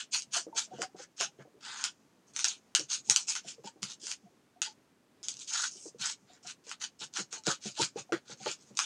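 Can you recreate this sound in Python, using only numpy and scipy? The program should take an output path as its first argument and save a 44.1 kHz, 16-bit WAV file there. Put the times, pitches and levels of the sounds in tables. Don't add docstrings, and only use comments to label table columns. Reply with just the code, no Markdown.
import sys
import numpy as np
from scipy import signal
from scipy.fft import rfft, irfft
from scipy.io import wavfile
from scipy.ndimage import uniform_filter1d, map_coordinates

SR = 44100
rng = np.random.default_rng(int(sys.argv[2]) if len(sys.argv) > 2 else 0)


def wav_out(sig):
    wavfile.write(sys.argv[1], SR, np.round(np.clip(np.atleast_2d(sig).T, -1, 1) * 32767).astype(np.int16))


def boost(x):
    u = np.asarray(x, float) / 20
    return 10 ** u


N = 390285

# pitch_hz, level_db (per Hz)
HUM_COLOUR = [(12, -49), (20, -26), (90, -18), (109, -12), (232, -7.5), (259, -6.5), (333, -10.5),
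              (405, -11), (506, -15), (707, -18), (934, -19.5), (8920, -34.5), (15600, -49.5)]
# pitch_hz, time_to_fall_60_db_s
ROOM_RING = [(500, 0.074), (2000, 0.11), (6500, 0.075), (12000, 0.1)]

# pitch_hz, level_db, time_to_fall_60_db_s
BOARD_TONES = [(382, 2, 0.11), (460.6, 4, 0.098), (323, -4, 0.19), (558.4, -8.5, 0.27)]
# pitch_hz, level_db, time_to_fall_60_db_s
FRAME_TONES = [(137, -2, 0.47), (198, 4.5, .2)]
# pitch_hz, level_db (per Hz)
GRIT_COLOUR = [(90, -30.5), (200, -5.5), (450, 4), (900, -4.5), (1500, -14.5), (3000, -37)]
# start_s, board_peak_db, frame_db, part_db
KNOCKS = [(0.365, -45, -23, 5.5), (0.467, -40, -18, -35), (0.546, -51, -21, 2.5), (0.732, -46.5, -4, -6),
          (0.786, -38.5, -17, 3.5), (0.946, -51, -9, -1), (0.991, -49.5, -39, -2), (1.204, -42.5, -20, 4),
          (1.239, -57, 1, 5.5), (1.388, -45.5, -6, -4.5), (1.451, -51.5, -22, -6.5), (1.542, -56, -27, -26),
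          (1.566, -59, -5, -18), (2.792, -42, -12, -18), (3.088, -47.5, -4, -1), (3.446, -55, 3, 0.5),
          (3.582, -52.5, -7, -26), (3.641, -48.5, -4, 1), (3.759, -56, -19, -4), (3.822, -47.5, 4, -13.5),
          (4.031, -53.5, -32, -40.5), (5.755, -52.5, -13, -18.5), (5.856, -44.5, -19, -18),
          (5.946, -54, -10, -26), (6.668, -55, -23, -5.5)]
# start_s, board_peak_db, frame_db
ROCKING_KNOCKS = [(7.01, -46.5, -8.5), (7.186, -41.5, -7.5), (7.329, -50.5, -22), (7.469, -29.5, -7.5),
                  (7.654, -42.5, -1), (7.796, -30, -11), (7.959, -38, -8), (8.121, -28, -14),
                  (8.297, -45, -1), (8.459, -32, -18.5), (8.704, -55.5, 2.5)]
# start_s, peak_db, pitch_hz
PART_TAPS = [(.527, -46, 900), (.675, -58, 623), (0.71, -42, 726), (0.828, -37.5, 753), (2.689, -70, 720),
             (3.669, -47.5, 884), (4.253, -60, 696), (4.559, -63, 713), (4.668, -49, 854),
             (6.297, -52, 740), (6.447, -55.5, 717), (7.365, -45, 880), (7.777, -44, 833),
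             (8.092, -49, 714), (8.401, -48, 764)]
# start_s, peak_db
FRAME_THUDS = [
    (.27, -56),
    (0.712, -55),
    (2.971, -62),
    (3.07, -53),
    (4.23, -57.5),
    (5.335, -63),
    (5.997, -54),
    (6.224, -61),
    (6.447, -60),
    (8.402, -52),
]

# pitch_hz, level_db (per Hz)
CRACK_COLOUR = [(1060, -51), (1800, -32.5), (2610, -12), (3540, -8), (5610, -1), (6720, 0.5), (9310, -16.5),
                (12800, -60), (14700, -54), (15600, -100)]
# start_s, peak_db, dull_part_db
FIBRE_SNAPS = [(0.8187, -14, -2), (1.1818, -41.5, 2.5), (1.2099, -10.5, -7), (2.3634, -15.5, -12.5),
               (2.392, -15.5, -5.5), (2.7954, -14.5, -24), (3.2838, -49, -8), (3.83, -12, -10.5),
               (4.0688, -21.5, -4.5), (4.1153, -15.5, -12.5), (5.6409, -15, -6), (6.099, -23.5, -11),
               (6.4731, -23.5, -20), (6.7143, -22.5, 2.8), (6.8154, -27.5, -7), (7.3278, -19.5, -11),
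               (7.437, -34, -10), (7.468, -9.5, -9.5), (7.818, -13, -3), (7.975, -41, 9),
               (8.4615, -32.5, 12.7), (8.752, -39.5, -21)]
# start_s, peak_db
THIN_TICKS = [(0.1319, -33), (0.2213, -22.5), (0.3301, -44), (0.5815, -27), (0.5934, -12), (2.4834, -12),
              (2.8976, -33), (3.4745, -45), (3.9004, -38), (5.25, -33), (5.341, -30), (5.3695, -30),
              (5.3921, -30), (5.4085, -35), (5.4456, -33), (5.478, -32), (6.0038, -32), (6.694, -26),
              (7.1386, -24.5), (8.3025, -37), (8.7722, -15.5)]
# start_s, snap_db, tearing_db, run_out_s, weight_on_part_db
RIPS = [(1.8403, -6.5, -35.5, 0.082, -8), (2.444, -3.5, -36, .15, -7.5), (2.7504, 0.5, -33, 0.12, -12),
        (3.0985, 1, -30, 0.12, -14), (3.1615, 0.5, -34.5, 0.11, -15.5), (3.3529, -15.5, -35.5, 0.065, -4.5),
        (4.6182, -8.5, -40, 0.11, -6), (5.23, -28.5, -42.5, 0.082, -18), (5.2844, -12, -45.5, 0.11, -16.5),
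        (8.1228, -25, -44.5, 0.062, 9.5), (8.7905, -4, -40.5, 0.34, -5.5)]

# pitch_hz, level_db (per Hz)
CELL_COLOUR = [(2000, -97), (4200, -5.5), (4900, 4), (5600, 5.5), (6500, 9), (7600, 1.5), (9000, -7),
               (11000, -52.5), (14000, -94.5)]
# pitch_hz, level_db (per Hz)
DRAG_COLOUR = [(200, -88.5), (560, -30.5), (850, -9.5), (1100, -9.5), (1450, -1.5), (1800, -9), (2200, -10),
               (3000, -32), (6000, -88)]
# pitch_hz, level_db (per Hz)
BLADE_COLOUR = [(800, -95.5), (1700, -45.5), (2300, -13), (2650, -9), (2900, -7.5), (3250, -7),
                (3800, -8.5), (4500, -7), (5500, -31), (9000, -93.5)]
# pitch_hz, level_db (per Hz)
FIZZ_COLOUR = [(5000, -86.5), (8000, -20.5), (9500, 11), (10500, -2), (12500, -16), (14500, -20),
               (15700, -28)]
# start_s, rise_s, hold_s, tearing_db, weight_on_part_db
BLADE_STROKES = [(0, 0.0007, 0.0009, -39.5, -11.5), (.11, 0.031, 0.001, -27.5, -17.5),
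                 (0.309, 0.033, 0.03, -32, -10), (0.545, 0.036, 0.0067, -32, -13.5), (0.701, 0.1, 0.001, -61.5, 2),
                 (0.802, 0.017, 0.014, -45, -4), (0.961, .03, 0.051, -55, -5), (1.165, 0.043, 0.028, -37.5, -9),
                 (1.383, 0.036, 0.001, -73.5, 16), (1.605, 0.058, 0.21, -47.5, -4.5),
                 (2.268, 0.018, 0.025, -67, -41), (2.334, 0.043, 0.048, -42.5, -15.5),
                 (2.882, .03, 0.043, -37.5, -15), (3.036, 0.054, 0.001, -46.5, -34),
                 (3.265, 0.022, 0.038, -35, -19.5), (3.434, .048, 0.028, -43, -19.5),
                 (3.636, .038, 0.0014, -49, -7), (3.819, 0.0032, 0.1, -45, -17), (3.997, 0.086, 0.028, -39, -19),
                 (5.386, 0.026, 0.005, -41.5, -26), (5.47, 0.0074, .04, -40, -21),
            (5.453, 0.096, 0.11, -35.5, -12.5), (5.704, 0.0099, 0.1, -51, -50),
            (5.741, .11, 0.027, -48.5, -51), (5.983, 0.036, 0.077, -37.5, -10.5),
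            (6.267, 0.015, 0.093, -68, -4), (6.428, 0.069, 0.001, -42.5, -10.5),
            (6.64, 0.07, 0.013, -48, -12.5), (6.797, 0.018, 0.031, -42, -10.5),
            (6.989, 0.028, 0.021, -43.5, -10.5), (7.126, 0.046, 0.022, -39, -6.5),
            (7.307, 0.026, 0.038, -46, -9), (7.441, 0.042, 0.034, -37, -5.5),
            (7.606, 0.054, 0.034, -42.5, -15.5), (7.74, 0.07, 0.012, -32, -10),
            (7.955, 0.031, 0.00087, -43, -8), (8.252, 0.071, 0.0011, -50, -6.5),
            (8.372, 0.12, 0.031, -43, -10.5), (8.573, 0.017, 0.15, -67, -16),
            (8.762, 0.012, 0.006, -43.5, -11)]

HUM_DB, HISS_DB = -67.5, -85.5
ROCK_PART_DB, PART_HZ, ASIDE_DB = -8.5, (651, 919), 14.5
GRIT_DB, GRIT_T60_S = -11, 0.21
TICK_DULL_DB, DULL_DB, DULL_FOLLOWS = -26, -3.5, 1.16
TOUCH_DB, REST_DB = -65, -73.5
SAG_DB_PER_S, RELEASE_PER_S = 22, 2.67
FREE_S = 0.0048
BLADE_DB, BLADE_FOLLOWS = -0.75, 0.36
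FIZZ_DB, FIZZ_FOLLOWS = -19.5, 0.29
BANDS_DB = 2.5


def unit(x):
    return x / np.sqrt(np.mean(x ** 2) + 1e-20)


def along(points, hz):
    f, v = np.transpose(points)
    return np.interp(np.log(hz + 1), np.log(f + 1), v)


def wobble(rate):
    knots = rng.standard_normal(int(N * rate / SR) + 4)
    return map_coordinates(knots, [np.arange(N) * rate / SR])


def response(spectrum, size=1024):
    gain = np.maximum(boost(along(spectrum, np.fft.rfftfreq(size, 1 / SR))), 1e-4)
    cepstrum = irfft(np.log(gain))
    cepstrum[1:size // 2] *= 2
    cepstrum[size // 2 + 1:] = 0
    h = irfft(np.exp(rfft(cepstrum)))
    return h / np.linalg.norm(h)


def coloured(x, spectrum, size=1024):
    return signal.fftconvolve(x, response(spectrum, size=size))[:len(x)]


def tail(fade):
    hz, t, z = signal.stft(rng.standard_normal(SR // 5), SR, nperseg=128)
    decay_db = -60 * t / along(ROOM_RING, hz)[:, None] - 20 * (t / fade) ** 4
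    h = signal.istft(z * boost(decay_db), SR, nperseg=128)[1]
    h[:260] *= .3
    h[260] += 4 * np.std(h[260:900])
    return h / np.linalg.norm(h)


def hum():
    steady = coloured(rng.standard_normal(N), HUM_COLOUR, size=4096)
    hiss = boost(HISS_DB) * rng.standard_normal(N)
    return boost(HUM_DB + 1.1 * wobble(6.3)) * steady + hiss


def ring(tones, t, wander=.05):
    def drift():
        return map_coordinates(rng.standard_normal(40), [70 * t])

    out = np.zeros(len(t))
    for hz, db, t60 in tones:
        level_db = db + rng.normal(0, 2.5) + 5.1 * drift() - 60 * t / t60
        phase = 2 * np.pi * hz * np.cumsum(1 + wander * drift()) / SR
        out += boost(level_db) * np.sin(phase)
    return out


def contacts():
    rocking = [(*row, ROCK_PART_DB) for row in ROCKING_KNOCKS]
    thuds = [(s, db - ASIDE_DB, ASIDE_DB, 0) for s, db in FRAME_THUDS]
    taps = [(s, db - ASIDE_DB, -ASIDE_DB, ASIDE_DB, hz) for s, db, hz in PART_TAPS]
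    knocks = KNOCKS + rocking + thuds
    pitches = rng.uniform(*PART_HZ, len(knocks))
    return [(*row, hz) for row, hz in zip(knocks, pitches)] + taps


def bench():
    out, t = np.zeros(N + SR), np.arange(SR // 6) / SR
    cut = boost(-20 * (t / .085) ** 4)
    for s, db, frame_db, part_db, part_hz in contacts():
        board = ring(BOARD_TONES, t) * (1 - np.exp(-t / 0.0021))
        frame = boost(frame_db + 2.0) * ring(FRAME_TONES, t) * (1 - np.exp(-t / 0.0085))
        part_tones = [(part_hz, 0, .16), (0.77 * part_hz, -9, .07)]
        part = boost(part_db + 5.0) * ring(part_tones, t, wander=0.03) * (1 - np.exp(-t / 0.0033))
        grind = boost(6 * map_coordinates(rng.standard_normal(40), [120 * t])) * rng.standard_normal(len(t))
        grit_db = GRIT_DB + .3 * max(part_db, 0) - 60 * t / GRIT_T60_S
        grit = boost(grit_db) * coloured(grind, GRIT_COLOUR)
        out[round(s * SR):][:len(t)] += boost(db - 5.0) * (board + frame + part + grit) * cut
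    return out[:N]


def fibres():
    rips = [(s, db, DULL_DB + DULL_FOLLOWS * part_db) for s, db, _, _, part_db in RIPS]
    ticks = [(s, db, TICK_DULL_DB) for s, db in THIN_TICKS]
    return rips + FIBRE_SNAPS + ticks


def snaps():
    out, t = np.zeros(N + SR), np.arange(SR // 100) / SR
    sharp = response(CRACK_COLOUR) + boost(-24) * response(FIZZ_COLOUR)
    blunt = response(DRAG_COLOUR) + 0.78 * response(BLADE_COLOUR)
    for s, db, dull_db in fibres():
        jolt = .3 * boost(-20 * (t / .0028) ** 2) * rng.standard_normal(len(t))
        jolt[0] = 2.2
        hit = np.convolve(jolt, sharp + boost(dull_db - 2) * blunt)
        heard = signal.fftconvolve(hit, boost(-1.5) * tail(fade=.11))
        heard[:len(hit)] += hit
        out[round(s * SR):][:len(heard)] += boost(db - 4.5) * heard
    return out[:N]


def strokes():
    force, moves = np.zeros((4, N)), []
    for s, rise, hold, db, part_db in BLADE_STROKES:
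        end_db = db - SAG_DB_PER_S * hold
        fall = max(boost(.3 * end_db) - boost(0.28 * REST_DB), .02) / RELEASE_PER_S
        levels_db = [min(TOUCH_DB, db - 11.5), db, end_db, REST_DB]
        moves.append((np.cumsum([s, rise, hold, fall]), levels_db, db, part_db))
    for s, _, db, run_out, part_db in RIPS:
        moves.append((np.cumsum([s + FREE_S, run_out]), [db, REST_DB], db, part_db))
    for s, levels_db, db, part_db in moves:
        span = np.arange(max(round(s[0] * SR), 0), min(round(s[-1] * SR), N))
        swing = np.interp(span / SR, s, boost(.3 * np.array(levels_db))) ** (1 / .3)
        hard = (swing / swing.max()) ** np.array([[0], [.4], [.08], [.35]])
        blade_db = BLADE_DB + BLADE_FOLLOWS * part_db
        fizz_db = FIZZ_DB + FIZZ_FOLLOWS * (db + 26.5)
        grip = boost([0, part_db, blade_db, fizz_db])[:, None]
        force[:, span] = np.maximum(force[:, span], swing * hard * grip)
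    return uniform_filter1d(force, size=150, axis=1)


def patchy(x, depth_db):
    z = signal.stft(x, nperseg=256)[2]

    def smooth(wide, long):
        across = uniform_filter1d(rng.standard_normal(z.shape), size=wide, axis=0)
        return unit(uniform_filter1d(across, size=long, axis=1))

    change_db = depth_db * smooth(3, 12) + BANDS_DB * smooth(4, 40)
    return signal.istft(z * boost(change_db), nperseg=256)[1][:len(x)]


def tearing():
    chance = rng.random(N)
    size = np.minimum(rng.exponential(size=N), 2.5)
    burst_now = chance < 500 * boost(4 * wobble(40)) / SR
    bursts = unit(burst_now * boost(3 * size) * np.sign(rng.standard_normal(N)))
    bodies = [CELL_COLOUR, DRAG_COLOUR, BLADE_COLOUR, FIZZ_COLOUR]
    burst_shares = [.9, .6, .9, 1.1]
    out = np.zeros(N)
    for force, body, share in zip(strokes(), bodies, burst_shares):
        unevenness = boost(2.1 * wobble(60) + 1.2 * wobble(200))
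        rub = unit(share * bursts + rng.standard_normal(N)) * unevenness
        out += coloured(force * rub, body)
    return out


def scene():
    tear = patchy(tearing(), depth_db=1.5)
    wet = boost(-7) * signal.fftconvolve(tear, tail(fade=0.15))[:N]
    linger = signal.lfilter([1e-4], [1, 1e-4 - 1], np.minimum(np.abs(tear), boost(-45)))
    glow = boost(-23.0) * linger * coloured(rng.standard_normal(N), CELL_COLOUR)
    return (hum() + bench() + snaps() + tear + wet + glow)[None]


def top_cut(x):
    return signal.sosfilt(signal.butter(12, 15720, fs=SR, output="sos"), x)


def record(dry):
    thin = signal.sosfilt(signal.butter(2, 60, "high", fs=SR, output="sos"), dry)
    return top_cut(thin)


dry = scene()
out = record(dry)
wav_out(out)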